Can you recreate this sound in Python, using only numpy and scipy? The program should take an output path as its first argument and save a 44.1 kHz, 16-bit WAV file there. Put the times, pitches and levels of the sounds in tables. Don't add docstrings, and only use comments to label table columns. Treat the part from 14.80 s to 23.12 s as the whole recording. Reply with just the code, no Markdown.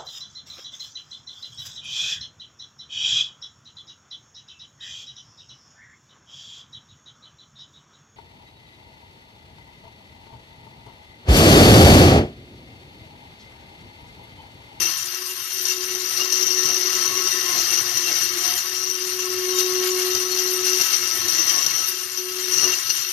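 import sys
import numpy as np
from scipy import signal
from scipy.fft import rfft, irfft
from scipy.io import wavfile
from scipy.ndimage import uniform_filter1d

SR = 44100
rng = np.random.default_rng(int(sys.argv[2]) if len(sys.argv) > 2 else 0)


def digitize_waveform(pressure):
    field = np.atleast_2d(pressure).T
    bounded = np.clip(field, -1, 1)
    quanta = np.round(bounded * 32767).astype(np.int16)
    wavfile.write(sys.argv[1], SR, quanta)


N = 366912
TIME = np.arange(N) / SR
FREQS = np.maximum(np.arange(N // 2 + 1) * SR / N, 1)


def from_db(db):
    return 10 ** (np.asarray(db) / 20)


def rms_one(x):
    return x / np.sqrt(np.mean(np.atleast_2d(x).mean(axis=0) ** 2) + 1e-20)


def over_hz(points):
    hz, value = np.transpose(points)
    return np.interp(np.log(FREQS), np.log(hz), value)


def drift(rate_hz):
    return rms_one(irfft(rfft(rng.standard_normal(N)) / (1 + (FREQS / rate_hz) ** 2), N))


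def swell(s, half_s):
    return np.exp(-np.minimum(((TIME - s) / half_s) ** 2 / 2, 20))


def burst(s, fade_s):
    return np.exp(-np.clip(TIME - s, 0, 1) / fade_s) * (TIME >= s)


def colour(x, spectrum):
    return irfft(rfft(x) * from_db(over_hz(spectrum)), N)


def resonate(x, hz, width_hz):
    r = np.exp(-np.pi * width_hz / SR)
    feedback = [1, -2 * r * np.cos(2 * np.pi * hz / SR), r * r]
    return signal.lfilter(np.array([1, 0, -1]) * (1 - r * r) / 2, feedback, x + 1e-18)


def body(drive, modes, wander_db, skirt_hz):
    return sum(from_db(db + wander_db * drift(16.4)) * resonate(resonate(drive, hz, width), hz, skirt_hz)
               for hz, width, db in modes)


# (frequency [Hz], left minus right [dB])
MIC_LEAN = [(80, 4), (200, 9), (700, 4), (1300, 9), (2200, 7), (3200, 9), (5000, 14), (5900, 16),
            (6500, 10), (7100, 2), (10500, .5), (11500, 7)]
# (frequency [Hz], correlation [0-1])
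MIC_LIKENESS = [(100, 0.17), (1300, 0.54), (2300, 0.1), (2800, 0.38), (3500, 0.16), (6000, 0.078),
                (7200, 0.38), (8500, 0.76), (14000, 0.15)]

def at_microphones(pair):
    alike, lean = over_hz(MIC_LIKENESS), from_db(over_hz(MIC_LEAN))
    common, apart = rfft(pair)
    both = np.sqrt(1 + alike) * common + np.sqrt(1 - alike) * apart * [[1], [-1]]
    return rms_one(irfft(both * np.array([lean, np.ones_like(lean)]) / np.hypot(lean, 1), N))


def held_at(sound, db, span_s=.31):
    pair = at_microphones(sound)
    power = uniform_filter1d(np.mean(pair ** 2, axis=0), int(span_s * SR) + 1)
    return from_db(db) * rms_one(pair / np.sqrt(np.abs(power) + 1e-20))


# (time [s], thickness [dB])
WEED_THICKNESS = [(0.0, 2.5), (0.25, -3), (0.56, -4.5), (1.29, -0.37), (1.8, 1.9), (2.3, 2.5), (2.82, 1.7),
                  (3.7, 0.73), (4.1, -2), (4.6, -0.5), (5.05, 0), (6.05, 0.5), (6.78, 2.56), (7.1, -2),
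                  (7.5, -4), (7.9, 3), (8.03, -2), (8.31, -3.5)]
# (time [s], length [s], extra shaking of the tube [dB], extra leaves [dB])
TUFTS = [(-.03, 0.12, 3.5, 1), (0.694, 0.12, 5, 0.5), (0.834, 0.1, 9, 5), (1.36, 0.079, 5, 3),
         (1.53, 0.41, 4, 0.2), (2.683, 0.33, 2, 2), (3.25, 0.21, 3.5, 3), (3.624, 0.096, 4, 3.5),
         (3.96, 0.2, 4, -2), (4.282, 0.067, 4, 0.5), (4.769, 0.035, 8, 8.5), (5.022, 0.066, -3, 5.5),
         (5.182, 0.1, 1, 4.5), (5.491, 0.13, 2.5, 3), (5.836, 0.31, 5, 4.5), (6.537, 0.27, 2.5, 0.5),
         (6.934, 0.18, 5, 1), (7.71, 0.14, 6.5, 2), (8.054, 0.46, 5.5, 2.5)]

def growth(attack_s=.02, release_s=.014):
    shake_db, leaves_db = np.zeros((2, N))
    for s, length_s, shake, leaves in TUFTS:
        drawn_in = np.clip((TIME - s) / attack_s, 0, 1)
        bite = drawn_in * np.exp(-np.clip(TIME - s - length_s, 0, 1) / release_s)
        shake_db += shake * bite
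        leaves_db += leaves * bite
    return np.interp(TIME, *np.transpose(WEED_THICKNESS)), shake_db, leaves_db


def clumps(per_s, clear_s):
    arrivals = (rng.random(N) < per_s / SR) * rng.uniform(.081, 1, N)
    load = np.sqrt(signal.lfilter([1], [1, -np.exp(-1 / (clear_s * SR))], arrivals + 1e-18))
    return 2 * np.tanh(rms_one(load - load.mean()) / 2)


def chatter(turns, uneven_db, contact_s, rub):
    touches = np.diff(np.floor(2 * turns + .22 * drift(150)), prepend=0) > 0
    force = touches * from_db(uneven_db * np.clip(rng.standard_normal(N), -3, 2))
    pressure = signal.lfilter([1], [1, -np.exp(-1 / (contact_s * SR))], force + 1e-18)
    return (rms_one(pressure) + rub) * rng.standard_normal((2, N))


# (frequency [Hz], level [dB])
AIR_SPECTRUM = [(15, -38), (40, -17), (90, 8), (135, 9), (180, 1), (330, -25)]
# (time [s], level [dB])
HEAD_BUMPS = [(1.848, -47), (3.0, -45), (5.349, -41), (6.001, -45), (7.828, -46)]

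def buffeting(tearing, brushing, air_db):
    rumble = at_microphones(colour(tearing, AIR_SPECTRUM))
    thud = at_microphones(colour(brushing, THRASH_SPECTRUM))
    bumps = sum(from_db(db) * burst(s, fade_s=.023) for s, db in HEAD_BUMPS)
    return from_db(air_db + 3.8 * drift(7.9)) * rumble + bumps * (rumble + thud)


# (time [s], level [dB])
LEAF_SLAPS = [(1.42, -43.5), (1.914, -41.5), (2.324, -45), (2.773, -41), (3.313, -39.5), (5.034, -48),
              (6.791, -45), (6.991, -45), (7.848, -38)]
LEAF_SPRAYS = [(.018, -27), (.499, -35), (.748, -33), (.832, -31), (3.773, -26.5), (5.728, -28),
               (6.063, -29), (6.363, -27), (7.088, -26)]

def single_leaves(knocks, tearing, brushing):
    flap = at_microphones(colour(knocks, THRASH_SPECTRUM))
    spray = at_microphones(colour(brushing, HISS_SPECTRUM) + colour(tearing, SIZZLE_SPECTRUM))
    return (flap * sum(from_db(db) * swell(s, half_s=.03) for s, db in LEAF_SLAPS)
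            + spray * sum(from_db(db) * swell(s, half_s=.019) for s, db in LEAF_SPRAYS))


# (frequency [Hz], level [dB])
THRASH_SPECTRUM = [(160, -7), (260, 9), (400, 11.5), (490, 5), (800, 6), (1200, -27)]
RASP_SPECTRUM = [(680, -63), (880, -4.5), (1100, -5), (1500, 3.5), (1900, 1), (2400, -0.5), (3500, 3),
                 (5200, -4), (6600, 6), (7300, -31), (8200, -37)]
SIZZLE_SPECTRUM = [(6000, -18.5), (7100, -2), (7600, -5.5), (8600, 15.5), (9300, -3.5), (9900, 7.5),
                   (10700, 6), (11600, -18)]
HISS_SPECTRUM = [(10200, -48), (11400, 17), (12300, 9), (12900, 13.5), (13300, 16.5), (14600, 1.5)]

def shredding(tearing, brushing, thrash_db, rasp_db, hiss_db):
    return (held_at(colour(tearing, THRASH_SPECTRUM), thrash_db)
            + held_at(colour(tearing, RASP_SPECTRUM), rasp_db)
            + held_at(colour(brushing, SIZZLE_SPECTRUM), hiss_db + 1.53 * drift(36) - .5)
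            + held_at(colour(tearing, HISS_SPECTRUM), hiss_db + .6 * drift(18) - .4))


# (frequency [Hz], width [Hz], level [dB])
HOUSING_MODES = [(716.6, 28, -12.5), (1088, 30.5, -4), (1187, 10, -4), (1303.6, 8.8, 2.5), (1804, 32, -3.5),
                 (1945, 53, -3.5), (2092, 31, -5.5), (2183, 29, -3)]

def housing(knocks, db):
    return held_at(body(knocks, HOUSING_MODES, wander_db=2.5, skirt_hz=260), db)


# (time [s], level [dB], frequency [Hz], half length [s])
BRIEF_TONES = [(0.03, -30.5, 2720, 0.047), (.51, -35.5, 2780, 0.014), (0.903, -30.5, 2755, 0.017),
               (1.414, -28, 4910, 0.024), (1.417, -23, 2820, 0.01), (2.358, -37, 1106, 0.1),
               (2.722, -36, 1069, 0.052), (2.783, -27, 4210, 0.011), (2.927, -30, 2740, 0.018),
               (3.274, -27, 2740, 0.018), (5.53, -27.5, 4310, .016), (3.7, -40, 719, 0.058),
               (4.8, -33, 3781, 0.051), (6.806, -39, 1093, 0.019), (7.02, -39, 1300, .026),
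               (7.794, -24.5, 2802, 0.0067), (7.855, -25.5, 2826, 0.0084), (7.936, -22, 2774, 0.0074),
               (8.103, -20, 4890, .003), (8.106, -29, 4284, 0.012), (8.107, -27, 2793, .006)]

def brief_tones(waver_rad=.38):
    waver = waver_rad * drift(43)
    tones = np.zeros(N)
    for s, db, hz, half_s in BRIEF_TONES:
        near = np.abs(TIME - s) < 3 * half_s
        phase = 2 * np.pi * hz * TIME[near] + waver[near]
        tones[near] += from_db(db) * swell(s, half_s)[near] * np.sin(phase)
    return tones * from_db([[5], [-5]])


# (time [s], level [dB], drag time [s])
STALK_BLOWS = [(.346, -25, .008), (1.041, -24, .012), (1.149, -21, .012), (1.523, -15, .02),
               (1.627, -17.5, .012), (1.667, -15, .009), (2.932, -20, .012), (3.173, -18, .01),
               (4.785, -19, .02), (5.35, -12.5, .005), (5.596, -17, .012), (6.013, -19, .012),
               (6.483, -20, .018), (6.596, -16, .008), (6.863, -12.5, .009), (7.374, -21.5, .022),
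               (8.101, -15, .006)]

def stalks(crack_db=-12, ring_db=-1, thud_db=-25):
    force = sum(from_db(db) * burst(s, drag_s) for s, db, drag_s in STALK_BLOWS)
    scratch = rng.standard_normal((2, N))
    modes = TUBE_MAIN_MODES + TUBE_HIGH_MODES + TUBE_MID_MODES + TUBE_LOW_MODES
    ring = held_at(body(scratch, modes, wander_db=0, skirt_hz=600), ring_db, span_s=.004)
    crack = at_microphones(colour(scratch, RASP_SPECTRUM) + colour(scratch, HISS_SPECTRUM))
    thud = at_microphones(colour(scratch, THRASH_SPECTRUM))
    return force * (from_db(crack_db) * crack + ring + from_db(thud_db) * thud)


def echoing(x, round_trips_hz, kept=.51):
    round_trip = kept * np.exp(-2j * np.pi * FREQS / round_trips_hz)
    return irfft(rfft(x) * np.sqrt(1 - kept ** 2) / (1 - round_trip), N)


# (frequency [Hz], width [Hz], level [dB])
TUBE_LOW_MODES = [(2731, 22, 5.5), (2793, 32.5, 4), (3132, 26, 4.5), (3695, 14, 3.5), (3818, 14, 3),
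                  (4210, 26, 6), (4275, 35, 5.8)]
TUBE_MID_MODES = [(4860, 99, 6.8)]
TUBE_MAIN_MODES = [(5803, 210, 23), (6007, 190, 19)]
TUBE_HIGH_MODES = [(6220, 700, -11), (6430, 650, -2), (6960, 750, 0.5)]

def tube(knocks, ring_db, shred_db, feed_db, rattle_db):
    echoes = echoing(knocks, round_trips_hz=70.95)
    fast_echoes = echoing(knocks, round_trips_hz=72.36)
    low = body(knocks, TUBE_LOW_MODES, wander_db=1.5, skirt_hz=330)
    mid = body(echoes, TUBE_MID_MODES, wander_db=1.5, skirt_hz=330)
    main = body(echoes, TUBE_MAIN_MODES, wander_db=0, skirt_hz=600)
    high = body(fast_echoes, TUBE_HIGH_MODES, wander_db=4.5, skirt_hz=700)
    return (held_at(low + mid, .29 * ring_db + .68 * shred_db + .5 * (feed_db + rattle_db) + 1.9)
            + held_at(main, ring_db + rattle_db + .5 * feed_db)
            + held_at(high, shred_db + rattle_db + 3.5))


# (time [s], speed lost [Hz], half length [s])
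MOTOR_SAGS = [(0.057, 18.3, 0.17), (2.247, 5.33, 0.057), (2.799, 14.5, .1), (3.358, 13.1, .18),
              (3.7, 14.7, .055), (6.62, 20.4, 0.22), (8.109, 5.8, .14)]

def motor(free_speed_hz=368.2):
    sag_hz = sum(lost_hz * swell(s, half_s) for s, lost_hz, half_s in MOTOR_SAGS)
    return np.cumsum(free_speed_hz - sag_hz) / SR, sag_hz


# (multiple of the turning rate, level [dB])
HUM_PARTIALS = [(1, 1), (2, -25), (3, -14.5)]
# (time [s], level [dB])
HUM_LEVEL = [(0.0, -44), (0.07, -48), (0.19, -68), (0.25, -56), (0.36, -48), (0.5, -44), (0.68, -53.5),
             (0.92, -40.5), (1.2, -38), (1.31, -45.5), (1.55, -36.5), (1.84, -33), (1.88, -38),
             (2.05, -36.5), (2.33, -39.5), (2.8, -44.5), (3.22, -48), (3.27, -37.5), (3.4, -48.5),
             (3.6, -40), (3.75, -48), (3.8, -64), (3.9, -41.5), (4.2, -39), (4.68, -28.5), (5.1, -26.5),
             (5.32, -29), (5.36, -32.5), (5.96, -31), (6.09, -55), (6.16, -44), (6.5, -39.5), (7.04, -58),
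             (7.13, -43.5), (7.35, -46.5), (7.41, -38), (7.7, -37.5), (7.91, -36), (8.02, -56.5),
             (8.31, -52.5)]
STEM_CHOKES = [.315, .57, 1.67, 2.125, 2.5, 2.74, 3.65, 6.4, 6.655, 7.82, 8.05]

def cutter_hum(turns, sag_hz, weeds_db, full_strain_hz=33.2, flutter_db=7, wobble_rad=.53):
    hum_db = np.interp(TIME, *np.transpose(HUM_LEVEL))
    choke_db = -12 * sum(swell(s, half_s=.014) for s in STEM_CHOKES)
    ruffle = from_db(-44 + 1.4 * weeds_db - hum_db)
    strain = np.clip(sag_hz / full_strain_hz + ruffle, 0, 1)
    phase = 2 * np.pi * turns + wobble_rad * strain * drift(13)
    phase = phase + np.array([[0], [.58]])
    tone = 0
    for order, db in HUM_PARTIALS:
        lean_db = np.array([[3], [-4]]) * (order > 1)
        stutter_db = flutter_db * strain * np.tanh(drift(23))
        tone += from_db(db + lean_db + stutter_db) * np.sin(order * phase)
    return from_db(hum_db + choke_db) * np.sqrt(2) * tone


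def scene():
    turns, sag_hz = motor()
    weeds_db, shake_db, leaves_db = growth()
    feed_db = clumps(per_s=40, clear_s=.022)
    rattle_db = 1.9 * clumps(per_s=70, clear_s=.006)
    knocks = chatter(turns, uneven_db=-1.5, contact_s=.00022, rub=.9)
    tearing = chatter(turns, uneven_db=1.5, contact_s=.00041, rub=1)
    brushing = chatter(turns, uneven_db=14.5, contact_s=.012, rub=.55)
    air_db = -61 + .97 * weeds_db + .098 * leaves_db + .24 * sag_hz
    thrash_db = -56.5 + 2.8 * weeds_db + leaves_db + 2.2 * feed_db
    shred_db = -40.5 + .83 * weeds_db + leaves_db
    rasp_db = shred_db + feed_db + .5 * rattle_db + 3.5
    hiss_db = -35.5 + .46 * weeds_db + leaves_db + feed_db
    housing_db = -41 + 1.5 * weeds_db + .5 * leaves_db + feed_db
    ring_db = -29 + 1.71 * weeds_db + shake_db
    return (buffeting(tearing, brushing, air_db)
            + single_leaves(knocks, tearing, brushing)
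            + shredding(tearing, brushing, thrash_db, rasp_db, hiss_db)
            + housing(knocks, housing_db) + brief_tones() + stalks()
            + tube(knocks, ring_db, shred_db, feed_db, rattle_db)
            + cutter_hum(turns, sag_hz, weeds_db))


def record(dry, cutoff_hz=14720):
    for hz, q in [(7980, 4.8), (9350, 90)]:
        dry = signal.lfilter(*signal.iirnotch(hz, q, fs=SR), dry)
    return signal.sosfilt(signal.ellip(12, .1, 85, cutoff_hz, fs=SR, output="sos"), dry)


dry = scene()
out = record(dry)
digitize_waveform(out)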